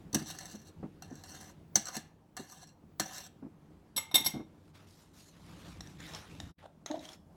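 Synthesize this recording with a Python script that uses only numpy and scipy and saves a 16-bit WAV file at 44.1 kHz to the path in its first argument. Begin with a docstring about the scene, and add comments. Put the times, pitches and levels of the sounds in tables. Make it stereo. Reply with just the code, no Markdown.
"""From the start, a kitchen hums and hisses softly: noise shaped by low room tones and a broad spectrum.
First a steel spoon taps and scrapes a bowl of thick dressing, and the counter thuds: noisy pushes ring their tones.
Near 4 s the spoon lands rattling in a dish. Then the bowl is lifted, sleeves rustle as shaped noise, the cook
steps, and a soft spatula ticks and wipes. At 6.55 s the sound fades almost to silence and back into a
second scene, set louder, where a rubber edge sticks and slips into a squeak."""
import sys
import numpy as np
from scipy import signal
from scipy.fft import rfft, irfft, next_fast_len
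from scipy.io import wavfile
from scipy.ndimage import uniform_filter1d, map_coordinates

SR = 44100
rng = np.random.default_rng(int(sys.argv[2]) if len(sys.argv) > 2 else 0)


def unload_wav(signal):
    """Save mono or channel-first audio to the path in sys.argv[1] as 16-bit WAV at rate SR, clipped to [-1, 1]."""
    wavfile.write(
        sys.argv[1],
        SR,
        np.round(np.clip(np.atleast_2d(signal).T, -1, 1) * 32767).astype(np.int16),
    )


N = 324561  # samples, about 7.4 s

# All levels here are relative: gains, filters and the louder second scene come on top.
# Dull, edge and sheen levels are relative to the level in the same row.

# Room tones behind the hum: pitch_hz, width_hz, level_db
ROOM_TONES = [(60, 9.7, -10), (94, 14, 3), (159, 21, 3.5), (212, 35, -5), (287, 29, -5)]
# Strength of the hum over time: time_s, level_db
HUM_LEVEL = [(0, -52.5), (.6, -56), (1.5, -54.5), (2.2, -62.5), (2.9, -61.5), (3.6, -58.5), (4.4, -58),
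             (6.5, -66), (6.6, -67), (7.36, -65.5)]
# Colour of the broad hiss: pitch_hz, level_db
AIR_COLOUR = [(25, -23.5), (45, -11), (160, -2), (400, -18.5), (950, -15.5), (2500, -47), (6000, -38),
              (16300, -43.5)]
# Strength of the hiss over time: time_s, level_db
AIR_LEVEL = [(0, -65), (6.5, -67.5), (6.6, -71), (7.36, -64.5)]
# How alike left and right are in spread-out noise: pitch_hz, likeness (-1 to 1)
LEFT_RIGHT_LIKENESS = [(60, 0.92), (240, 0.92), (950, -0.021), (3770, -0.17), (15000, -0.12)]
# How long the kitchen echoes take to die by 60 dB: pitch_hz, decay_s
KITCHEN_DECAY = [(200, 0.6), (2000, 0.38), (10000, 0.2)]
# The same for scatter off the counter and crockery: pitch_hz, decay_s
NEARBY_DECAY = [(500, 0.062), (10000, 0.035)]

# Sleeves and spatula swishing: start_s, length_s, start_level_db, end_level_db, sheen_db
SWISHES = [(4.556, 0.13, -80, -69.5, -2), (4.754, 0.096, -58, -65.5, -5.5), (4.879, 0.15, -72, -70.5, 6),
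           (5.141, 0.15, -75, -69, 10), (5.343, .39, -68.5, -54.5, -6.5), (5.762, .21, -64, -59, -6.5),
           (6.002, 0.17, -52, -49, -7.5), (6.194, 0.297, -55, -59, -7.5), (6.593, 0.055, -63, -70, -12.5),
           (6.875, 0.086, -59, -56, -15), (7.014, 0.12, -61.5, -59.5, -2.5)]
# Faint stirring of clothes while the bowl is carried: same columns as the swishes
CLOTHES_STIR = (5, 1.5, -74, -77, 0)
# Colour of the cloth hiss: pitch_hz, level_db
CLOTH_COLOUR = [(200, -33), (350, -4.5), (1100, -2), (1900, -5.5), (3800, -8), (5000, -18), (7000, -38.5)]
# Colour of the brighter hiss: pitch_hz, level_db
SHEEN_COLOUR = [(2350, -21.5), (4000, -8.5), (6280, -9), (8220, -14), (12200, -17.5), (16200, -28.5)]
# Colour of the low rumble: pitch_hz, level_db
RUMBLE_COLOUR = [(15, -35), (25, -13), (92, 5), (129, -6), (162, 6.5), (239, -9.5), (299, -3), (441, -23.5),
                 (500, -16), (650, -61.5), (1100, -120)]
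# Strength of the low rumble over time: time_s, level_db
RUMBLE_LEVEL = [(4.4, -92), (4.6, -79), (5.4, -63), (6.5, -60), (6.6, -79.5), (6.93, -79), (7.36, -66.5)]
# The cook shifts weight: middle_s, level_db
STEPS = [(5.554, -52.5), (5.792, -50.5), (6.092, -51.5), (6.434, -50.5)]

# Soft knocks through the counter: start_s, level_db
THUDS = [(0.133, -30), (0.147, -27.5), (0.208, -35.5), (0.539, -40.5), (0.827, -31), (0.849, -38.5),
         (1.109, -37.5), (1.755, -32.5), (1.965, -36.5), (2.394, -36.5), (2.825, -47.5), (2.999, -34.5),
         (3.422, -39.5), (3.442, -41.5), (3.459, -40.5), (3.957, -44.5), (4.14, -31), (4.194, -36.5),
         (4.257, -36), (4.337, -32), (4.357, -32.5), (4.395, -33)]
# Tones of the counter: pitch_hz, width_hz, level_db
COUNTER_TONES = [(156, 12, 1), (213.5, 29, 4.5), (258, 58, 3), (317, 7.7, -1.5), (363, 14, -19),
                 (653, 300, -14.5)]

# Spatula edge scratching the lifted bowl: start_s, length_s, start_level_db, end_level_db
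WIPES = [(6.0, 0.22, -57, -58.5), (6.92, 0.091, -66.5, -63.5), (7.03, 0.077, -63.5, -61)]
# The blade pushes into the dressing: start_s, length_s, start_level_db, end_level_db
SHOVES = [(6.62, .04, -62, -56.5)]
# Tone of the spatula blade: pitch_hz, width_hz, level_db
BLADE_TONES = [(696, 170, -2)]
# Rubber slipping on glaze: start_s, length_s, start_level_db, end_level_db
SQUEAKS = [(6.902, 0.034, -40, -47.5), (6.944, 0.012, -39.5, -43.5), (6.975, 0.046, -55.5, -73)]
# Overtones of the squeak: multiple of the slip rate, level_db
SQUEAK_OVERTONES = [(1, -3), (2, -2.5), (3, -19)]
# Spatula and rings ticking on the lifted bowl: start_s, level_db, dull_db, pitch_hz (the strongest tone)
TICKS = [(5.8068, -33.5, 0.5, 5620), (5.8723, -42.5, -1, 5900), (6.0029, -40, 4, 7100),
         (6.1358, -36.5, -8, 5430), (6.1482, -32.5, -5, 5320), (6.4009, -32, 1, 3710),
         (6.8609, -33, 1, 6460), (6.9129, -39.5, 6, 6500), (6.993, -45, -11, 3900),
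         (7.0531, -42.5, -18, 3250), (7.0893, -40, -5, 3350), (7.132, -43, -14, 5330)]
# Tones of the lifted bowl: pitch_hz, width_hz, level_db
LIFTED_TONES = [(770, 240, 3), (1870, 270, 0), (3730, 450, 3.5), (5440, 880, -0.5), (7240, 1200, -16.5),
                (10290, 900, -10.5)]

# Spoon landing in the dish: start_s, level_db, dull_db
DISH_BLOWS = [(3.9629, -16.5, -17.5), (3.9744, -16, -4), (4.112, -35.5, 8), (4.1425, -10.5, -14.5),
              (4.1515, -9.5, -7), (4.1774, -20, -6.5), (4.2024, -24.5, -28.5), (4.2448, -20, -10.5),
              (4.2595, -12.5, -10)]
# Tones of the dish: pitch_hz, width_hz, level_db
DISH_TONES = [(900, 30, -4), (2126, 36, 0.5), (3440, 55, -10), (3668, 20, 7), (5610, 60, -4),
              (6510, 90, -17), (7878, 36, -6), (8500, 170, -18), (10315, 55, -9), (10520, 80, -12),
              (10950, 80, -12), (11545, 75, -9.5), (12605, 70, -12), (13500, 100, -23), (15010, 40, -15)]
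# Left over right for the dish: pitch_hz, difference_db
DISH_BALANCE = [(60, -0.5), (240, -3.5), (950, 10), (3770, 5.5), (15000, -11.5)]

# Spoon tapping the bowl: start_s, level_db, dull_db, edge_db
TAPS = [(0.129, -27, -28, -2), (0.1453, -12.5, -24, -9.5), (0.3013, -26, -7.5, -4), (0.3866, -29, -18, 2),
        (0.4551, -31, -13, -2), (0.5124, -38, -13, 8), (0.6165, -40.5, -25, -6), (1.0222, -31.5, -1, -8),
        (1.1538, -35.5, -15, -2), (1.2371, -32, -7.5, 1), (1.756, -11.5, -9, 5.5), (1.8547, -27, -16, 6),
        (1.8687, -28.5, -4.5, 4), (1.8843, -28, -2.5, 4.5), (1.944, -33, -0.5, -9.5), (1.953, -26, -3, -1),
        (1.9663, -21, -12.5, -4), (2.367, -27, -5, -1), (2.3736, -30, 2.9, -8.5), (2.672, -41.5, -14, 2),
        (2.9974, -12, -8.5, -6.5), (3.1326, -32, -21, -8.5)]
# Spoon dragged along the glaze: start_s, length_s, start_level_db, end_level_db, dull_db
DRAGS = [(0.202, 0.36, -50, -51.5, -3.5), (0.26, 0.044, -53.5, -46.5, -8.5),
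         (0.593, 0.098, -61.5, -55.5, -18), (1.043, .24, -65, -61.5, 2), (1.3, .21, -48.5, -55, -1.6),
         (1.86, 0.04, -57.5, -56, 4), (1.932, 0.023, -47, -42, -4.5), (2.394, .24, -58, -53.5, -3),
         (2.5, 0.039, -60, -55.5, -7.5), (2.635, 0.092, -63.5, -78.5, -13), (3.065, 0.061, -52.5, -46, -2),
         (3.148, 0.12, -41, -47.5, -8)]
# The pressed spoon shudders: start_s, length_s, start_level_db, end_level_db
SHUDDERS = [(1.858, 0.04, -45, -48.5), (3.14, 0.056, -56.5, -69)]
# Tones of the bowl: pitch_hz, width_hz, level_db
BOWL_TONES = [(797, 96, 4), (1265, 120, -6.5), (1727, 160, 3.5), (2798, 110, 2), (4270, 80, 5),
              (5780, 130, 2.5), (5800, 56, -6.5), (6064, 250, -11), (7750, 360, -3), (9680, 190, -21),
              (12100, 150, -22), (14400, 1300, -26.5)]
# Tone of the shuddering spoon: pitch_hz, width_hz, level_db
SPOON_TONES = [(1280, 110, 0)]
# Extra force from the spoon's thin edge: pitch_hz, width_hz, level_db
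EDGE_BAND = [(6500, 3000, 0)]
# Contact noise that escapes between the tones: pitch_hz, level_db
CONTACT_NOISE = [(300, -17.5), (700, -3), (1700, -6), (2300, -8), (3800, -2), (4900, -13.5), (6500, -7),
                 (9200, -25.5), (16000, -28.5)]
# Share of the force that rings the bowl at its higher tuning: time_s, share (0 to 1)
HIGHER_SHARE = [(0, .8), (.25, .8), (.6, 0.3), (3.3, 0.27)]
# Left over right for the bowl: pitch_hz, difference_db
BOWL_BALANCE = [(60, 2.5), (380, -1), (2380, 3), (15000, 1.5)]

STEP_S = 0.11  # half width of one swell of weight
SWISH_RISE_S, SWISH_FALL_S = 0.024, 0.056
PUSH_S, PUSH_DB = 0.00091, 12.5  # smooth push that starts a thud: time constant, extra level
SLIPS_HZ, SLIPS_RISE_HZ_PER_S = 306.4, 110  # slip rate as the first squeak starts, and its climb
GRIP_S, SLIP_S = 0.006, 0.014  # rise and fall of squeaks, shoves and shudders
TONE_DB, TONE_T60_S = -2.5, 0.021  # the one short tone of each tick: level, time to fall 60 dB
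TOUCH_S, LIFT_S = 0.033, 0.02  # the spoon settles on the glaze and leaves it
SKID_DB, SKID_T60_S, SKID_DULL_DB = -23.5, 0.19, -4  # skid after each tap: level under it, decay, dull part
RUB_NOISE_DB = -1  # friction noise over the ringing while the spoon slides
DETUNE, SLOSH = 0.016, 0.25  # dressing shifts every tone up or down by this share; wander of HIGHER_SHARE
CHATTER_GROWS = 0.27  # harder blows chatter longer: dB of duration per dB of blow
FADE_MIDDLE_S, FADE_S, FADE_DB = 6.55, 0.037, -45  # fade between scenes: middle, half width, depth
SECOND_SCENE_DB = 4  # the second scene is set louder
TOP_HZ = 16400  # no sound is kept from here up


def amp(db):
    """Turn decibels into a gain."""
    return 10 ** (np.asarray(db) / 20)


def unit(x):
    """Scale a sound to an average strength (rms) of 1."""
    return x / np.sqrt(np.mean(x ** 2) + 1e-20)


def along(points, hz):
    """Read a curve of (pitch, value) points, spacing pitch by its logarithm."""
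    pitch, value = np.transpose(points)
    return np.interp(np.log(hz + 1), np.log(pitch + 1), value)


def curve(points):
    """Join (time, value) points by straight lines, one value per sample."""
    time, value = np.transpose(points)
    return np.interp(np.arange(N) / SR, time, value)


def wobble(rate):
    """Draw a smooth random curve with rate random points a second."""
    points = rng.standard_normal(int(N * rate / SR) + 4)
    return map_coordinates(points, [np.arange(N) * rate / SR])


def filtered(x, response):
    """Change the strength and timing of each pitch in x as response says."""
    size = next_fast_len(N + SR // 2)  # spare room lets the ringing die
    spectrum = rfft(x, size) * response(np.fft.rfftfreq(size, 1 / SR))
    return irfft(spectrum, size)[..., :N]


def modes(table, f):
    """Add up the ringing tones of an object; between neighbours they cancel into valleys."""
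    total = 0
    for centre, width, db in table:
        resistance = 1j * f * np.abs(width)
        total = total + amp(db) * 1j * f * width / (centre ** 2 - f ** 2 + resistance + 1e-9)
    return total


def patchy(x, patchy_db):
    """Make x louder and softer in random patches of time and pitch."""
    grid = signal.stft(x, nperseg=512)[2]
    field = rng.standard_normal(grid.shape[-2:])  # shared by left and right
    field = uniform_filter1d(uniform_filter1d(field, 6, 0), 8, 1)
    return signal.istft(grid * amp(patchy_db * unit(field)), nperseg=512)[1][..., :N]


def strokes(rows, rise, fall):
    """Give each row a loudness curve: rise, slide between two levels, fall."""
    t = np.arange(N) / SR
    start, length, first_db, last_db = np.transpose(rows)[:4, :, None]
    opening = np.clip(1 + (t - start) / abs(rise), 0, 1)  # fully open at the start time
    closing = np.clip(1 - (t - start - length) / abs(fall), 0, 1)
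    slide_db = first_db + (last_db - first_db) * np.clip((t - start) / length, 0, 1)
    return (opening * closing) ** 2 * amp(slide_db)


def bursts(times, levels_db, chatter, rise):
    """Make each contact a burst of noisy force that swells, then falls 60 dB in chatter seconds or less."""
    force, t = np.zeros(N + SR), np.arange(SR // 4) / SR
    for s, db in zip(times, levels_db):
        lasts = max(chatter * amp(CHATTER_GROWS * (db - max(levels_db))), 1e-3)
        shape = (1 - np.exp(-t / max(rise, 1e-4))) * amp(-60 * t / lasts)
        burst = shape * rng.standard_normal(len(t))
        burst = burst * np.linalg.norm(shape) / np.linalg.norm(burst)  # even out lucky draws
        force[round(s * SR):][:len(t)] += amp(db) * burst
    return force[:N]


def body(bright, dull, table, noise_db, split_hz=2500, higher=None):
    """Ring high tones by sharp force and low tones by blunt force, with some contact noise escaping."""
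    def low(f):
        return 1 / (1 + 1j * f / split_hz) ** 2

    def high(f):
        return (1 - 1 / (1 + 1j * f / split_hz)) ** 2

    def ring(x, scale):
        return filtered(x, lambda f: modes(table, f / scale) + amp(noise_db + along(CONTACT_NOISE, f)))

    force = filtered(bright, high) + filtered(dull, low)
    if higher is None:
        return ring(force, 1)
    return ring(force * np.sqrt(higher), 1 + DETUNE) + ring(force * np.sqrt(1 - higher), 1 - DETUNE)


def struck(hits, table, gain_db, noise_db, chatter, rise, higher=None):
    """Ring one object by a table of blows, each with a bright, a dull and perhaps an edge part."""
    s, db, dull_db, *edge_db = np.transpose(hits)
    bright = bursts(s, db + gain_db, chatter, rise)
    dull = bursts(s, db + dull_db + gain_db, chatter, rise)
    for extra_db in edge_db:
        edge = bursts(s, db + extra_db + gain_db, chatter, rise)
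        bright = bright + filtered(edge, lambda f: modes(EDGE_BAND, f) ** 2)
    bright = patchy(bright, patchy_db=1.5)  # each blow lands on another spot and favours other tones
    return body(bright, dull, table, noise_db, higher=higher)


def rubbing(rows, table, rise, fall):
    """Ring an object's tones by grainy, patchy friction."""
    grains = amp(4.5 * wobble(500) + 3.5 * wobble(60))
    grit = unit(grains * patchy(rng.standard_normal(N), patchy_db=3.5))
    return strokes(rows, rise, fall).sum(0) * unit(filtered(grit, lambda f: modes(table, f)))


def rush(response, patchy_db):
    """Make patchy stereo noise whose left and right are partly alike at each pitch."""
    pair = patchy(rng.standard_normal((2, N)), patchy_db)

    def mix(hz):
        turn = np.arccos(np.clip(along(LEFT_RIGHT_LIKENESS, hz), -1, 1)) / 2
        return np.abs(response(hz)) * [np.cos(turn), np.sin(turn)]

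    mid, side = filtered(pair, mix)
    return unit(np.array([mid + side, mid - side]))


def placed(x, balance, lag):
    """Place x in stereo: left lags right by lag seconds and differs in level by pitch."""
    side = np.array([[1], [-1]])
    return filtered(x, lambda f: amp(side * along(balance, f) / 2) * np.exp(-1j * np.pi * f * lag * side))


def echo(x, decays):
    """Answer x with stereo echoes, each pitch dying at its own speed."""
    hz, t, grid = signal.stft(rng.standard_normal((2, SR // 2)), SR, nperseg=128)
    fading = amp(-60 * t / along(decays, hz)[:, None])
    tail = signal.istft(grid * fading, SR, nperseg=128)[1]
    tail = tail / np.linalg.norm(tail[0])
    delayed = np.pad(x, (40, 0))[None]  # samples, about 0.9 ms
    return signal.fftconvolve(delayed, tail, axes=1)[:, :N]


def kitchen_air():
    """Broad hiss, and appliance noise caught in the low tones of the room."""
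    hum = rush(lambda f: modes(ROOM_TONES, f), patchy_db=1.5)
    hiss = rush(lambda f: amp(along(AIR_COLOUR, f)), patchy_db=3)
    return amp(curve(HUM_LEVEL) + 1.1 * wobble(9.8)) * hum + amp(curve(AIR_LEVEL)) * hiss


def moving():
    """Fabric and wiping hiss with a brighter sheen; the cook's steps and grip rumble below."""
    rows, t = SWISHES + [CLOTHES_STIR], np.arange(N) / SR
    swishes = strokes(rows, SWISH_RISE_S, SWISH_FALL_S)
    flutter = amp(1.6 * wobble(25) + 1.4 * wobble(250))  # fibres and wet dressing catch and let go
    cloth = swishes.sum(0) * rush(lambda f: amp(along(CLOTH_COLOUR, f)), patchy_db=2.57)
    sheen_level = amp(np.transpose(rows)[-1]) @ swishes
    sheen = sheen_level * rush(lambda f: amp(along(SHEEN_COLOUR, f)), patchy_db=3.0)
    weight = amp(curve(RUMBLE_LEVEL))
    for s, db in STEPS:
        weight = weight + amp(db) * np.exp(-((t - s) / STEP_S) ** 2)
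    rumble = weight * amp(0.83 * wobble(12)) * rush(lambda f: amp(along(RUMBLE_COLOUR, f)), patchy_db=1.5)
    return flutter * (cloth + sheen) + rumble


def knocks():
    """Blunt pushes make the counter thud: one smooth push, with a noisy shudder."""
    s, db = np.transpose(THUDS)
    starts = np.bincount(np.round(s * SR).astype(int), amp(db + 24.0 + PUSH_DB), N)
    push = filtered(starts, lambda f: 1 / (1 + 2j * np.pi * f * PUSH_S) ** 2)
    shudder = bursts(s, db + 21.5, chatter=0.11, rise=0.0066)
    return filtered(push + shudder, lambda f: modes(COUNTER_TONES, f) / (1 + 1j * f / 800) ** 2)


def wipes():
    """The spatula scratches the hand-held bowl and shakes its own blade."""
    scratches = rubbing(WIPES, LIFTED_TONES, SWISH_RISE_S, SWISH_FALL_S)
    return scratches + rubbing(SHOVES, BLADE_TONES, GRIP_S, SLIP_S)


def squeak():
    """The rubber edge sticks and slips almost regularly, and each slip shakes the blade."""
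    hz = SLIPS_HZ + SLIPS_RISE_HZ_PER_S * (np.arange(N) / SR - SQUEAKS[0][0])
    phase = 2 * np.pi * np.cumsum(hz * (1 + 0.0299 * wobble(140))) / SR
    tone = 0
    for multiple, db in SQUEAK_OVERTONES:
        tone = tone + amp(db + 4.7 * wobble(90)) * np.sin(multiple * phase)
    jolts = unit(np.cos(phase / 2) ** 8 * rng.standard_normal(N))  # one puff of noise per slip
    shaken = filtered(jolts, lambda f: modes(BLADE_TONES, f) ** 2)
    return strokes(SQUEAKS, GRIP_S, SLIP_S).sum(0) * (unit(tone) + amp(17.5) * shaken)


def ticks():
    """Each tick rings the held bowl, and the spot that is hit adds one short tone."""
    tones, t = np.zeros(N + SR), np.arange(SR // 10) / SR
    for s, db, _, hz in TICKS:
        fading = amp(db + TONE_DB - 60 * t / TONE_T60_S)
        onset = np.clip(t / 0.00092, 0, 1)
        tones[round(s * SR):][:len(t)] += fading * np.sin(2 * np.pi * hz * t) * onset
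    hits = [row[:3] for row in TICKS]
    return tones[:N] + struck(hits, LIFTED_TONES, gain_db=3, noise_db=1.0, chatter=0.018, rise=0.00033)


def dish_clatter():
    """The landing spoon strikes the dish several times and rings its narrow tones."""
    return struck(DISH_BLOWS, DISH_TONES, gain_db=17.0, noise_db=-12.0, chatter=0.05, rise=0.0024)


def bowl():
    """Taps, and gritty friction between them, ring the same damped bowl."""
    drags, t = strokes(DRAGS, TOUCH_S, LIFT_S), np.arange(N) / SR
    skid = np.zeros(N)  # after each tap the spoon skids on
    for s, db, *_ in TAPS:
        skid += (t > s) * amp(db + SKID_DB - 60 * np.abs(t - s) / SKID_T60_S)
    sharp = drags.sum(0) + skid
    blunt = amp(np.transpose(DRAGS)[-1]) @ drags + amp(SKID_DULL_DB) * skid
    bumps = amp(3.5 * wobble(600) + 2.6 * wobble(110))  # the uneven glaze breaks the force into grains

    def grit():  # the moving contact favours now one tone, now another
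        return unit(bumps * patchy(rng.standard_normal(N), patchy_db=3.5))

    higher = np.clip(curve(HIGHER_SHARE) + SLOSH * wobble(30), 0, 1)
    scrape = amp(5.5) * body(sharp * grit(), blunt * grit(), BOWL_TONES, RUB_NOISE_DB, higher=higher)
    shudder = rubbing(SHUDDERS, SPOON_TONES, GRIP_S, SLIP_S)
    taps = struck(TAPS, BOWL_TONES, gain_db=10.0, noise_db=-6.5, chatter=0.021, rise=0.0015, higher=higher)
    return scrape + shudder + taps


def scene():
    """Put each object at its place between two spaced microphones, with its echoes."""
    near, dish = bowl(), dish_clatter()
    held = ticks() + squeak() + wipes()
    direct = placed(near, BOWL_BALANCE, lag=-0.00017) + placed(dish, DISH_BALANCE, lag=0.00022)
    direct = direct + placed(held, [(1000, 0.68)], lag=-0.000036) + knocks()
    room = amp(-10.5) * echo(near, KITCHEN_DECAY) + amp(-6) * echo(dish, KITCHEN_DECAY)
    room = room + amp(-8.0) * echo(held, KITCHEN_DECAY)
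    scatter = amp(-3) * echo(near + dish, NEARBY_DECAY)
    return direct + scatter + room + moving() + kitchen_air()


def record(dry):
    """Fade almost to silence between the scenes, raise the second, and drop everything from TOP_HZ up."""
    t = np.arange(N) / SR - FADE_MIDDLE_S
    dip_db = FADE_DB * np.clip(1 - np.abs(t) / FADE_S, 0, 1)
    return filtered(dry * amp(dip_db + SECOND_SCENE_DB * (t > 0)), lambda hz: hz < TOP_HZ)


dry = scene()
out = record(dry)
unload_wav(out)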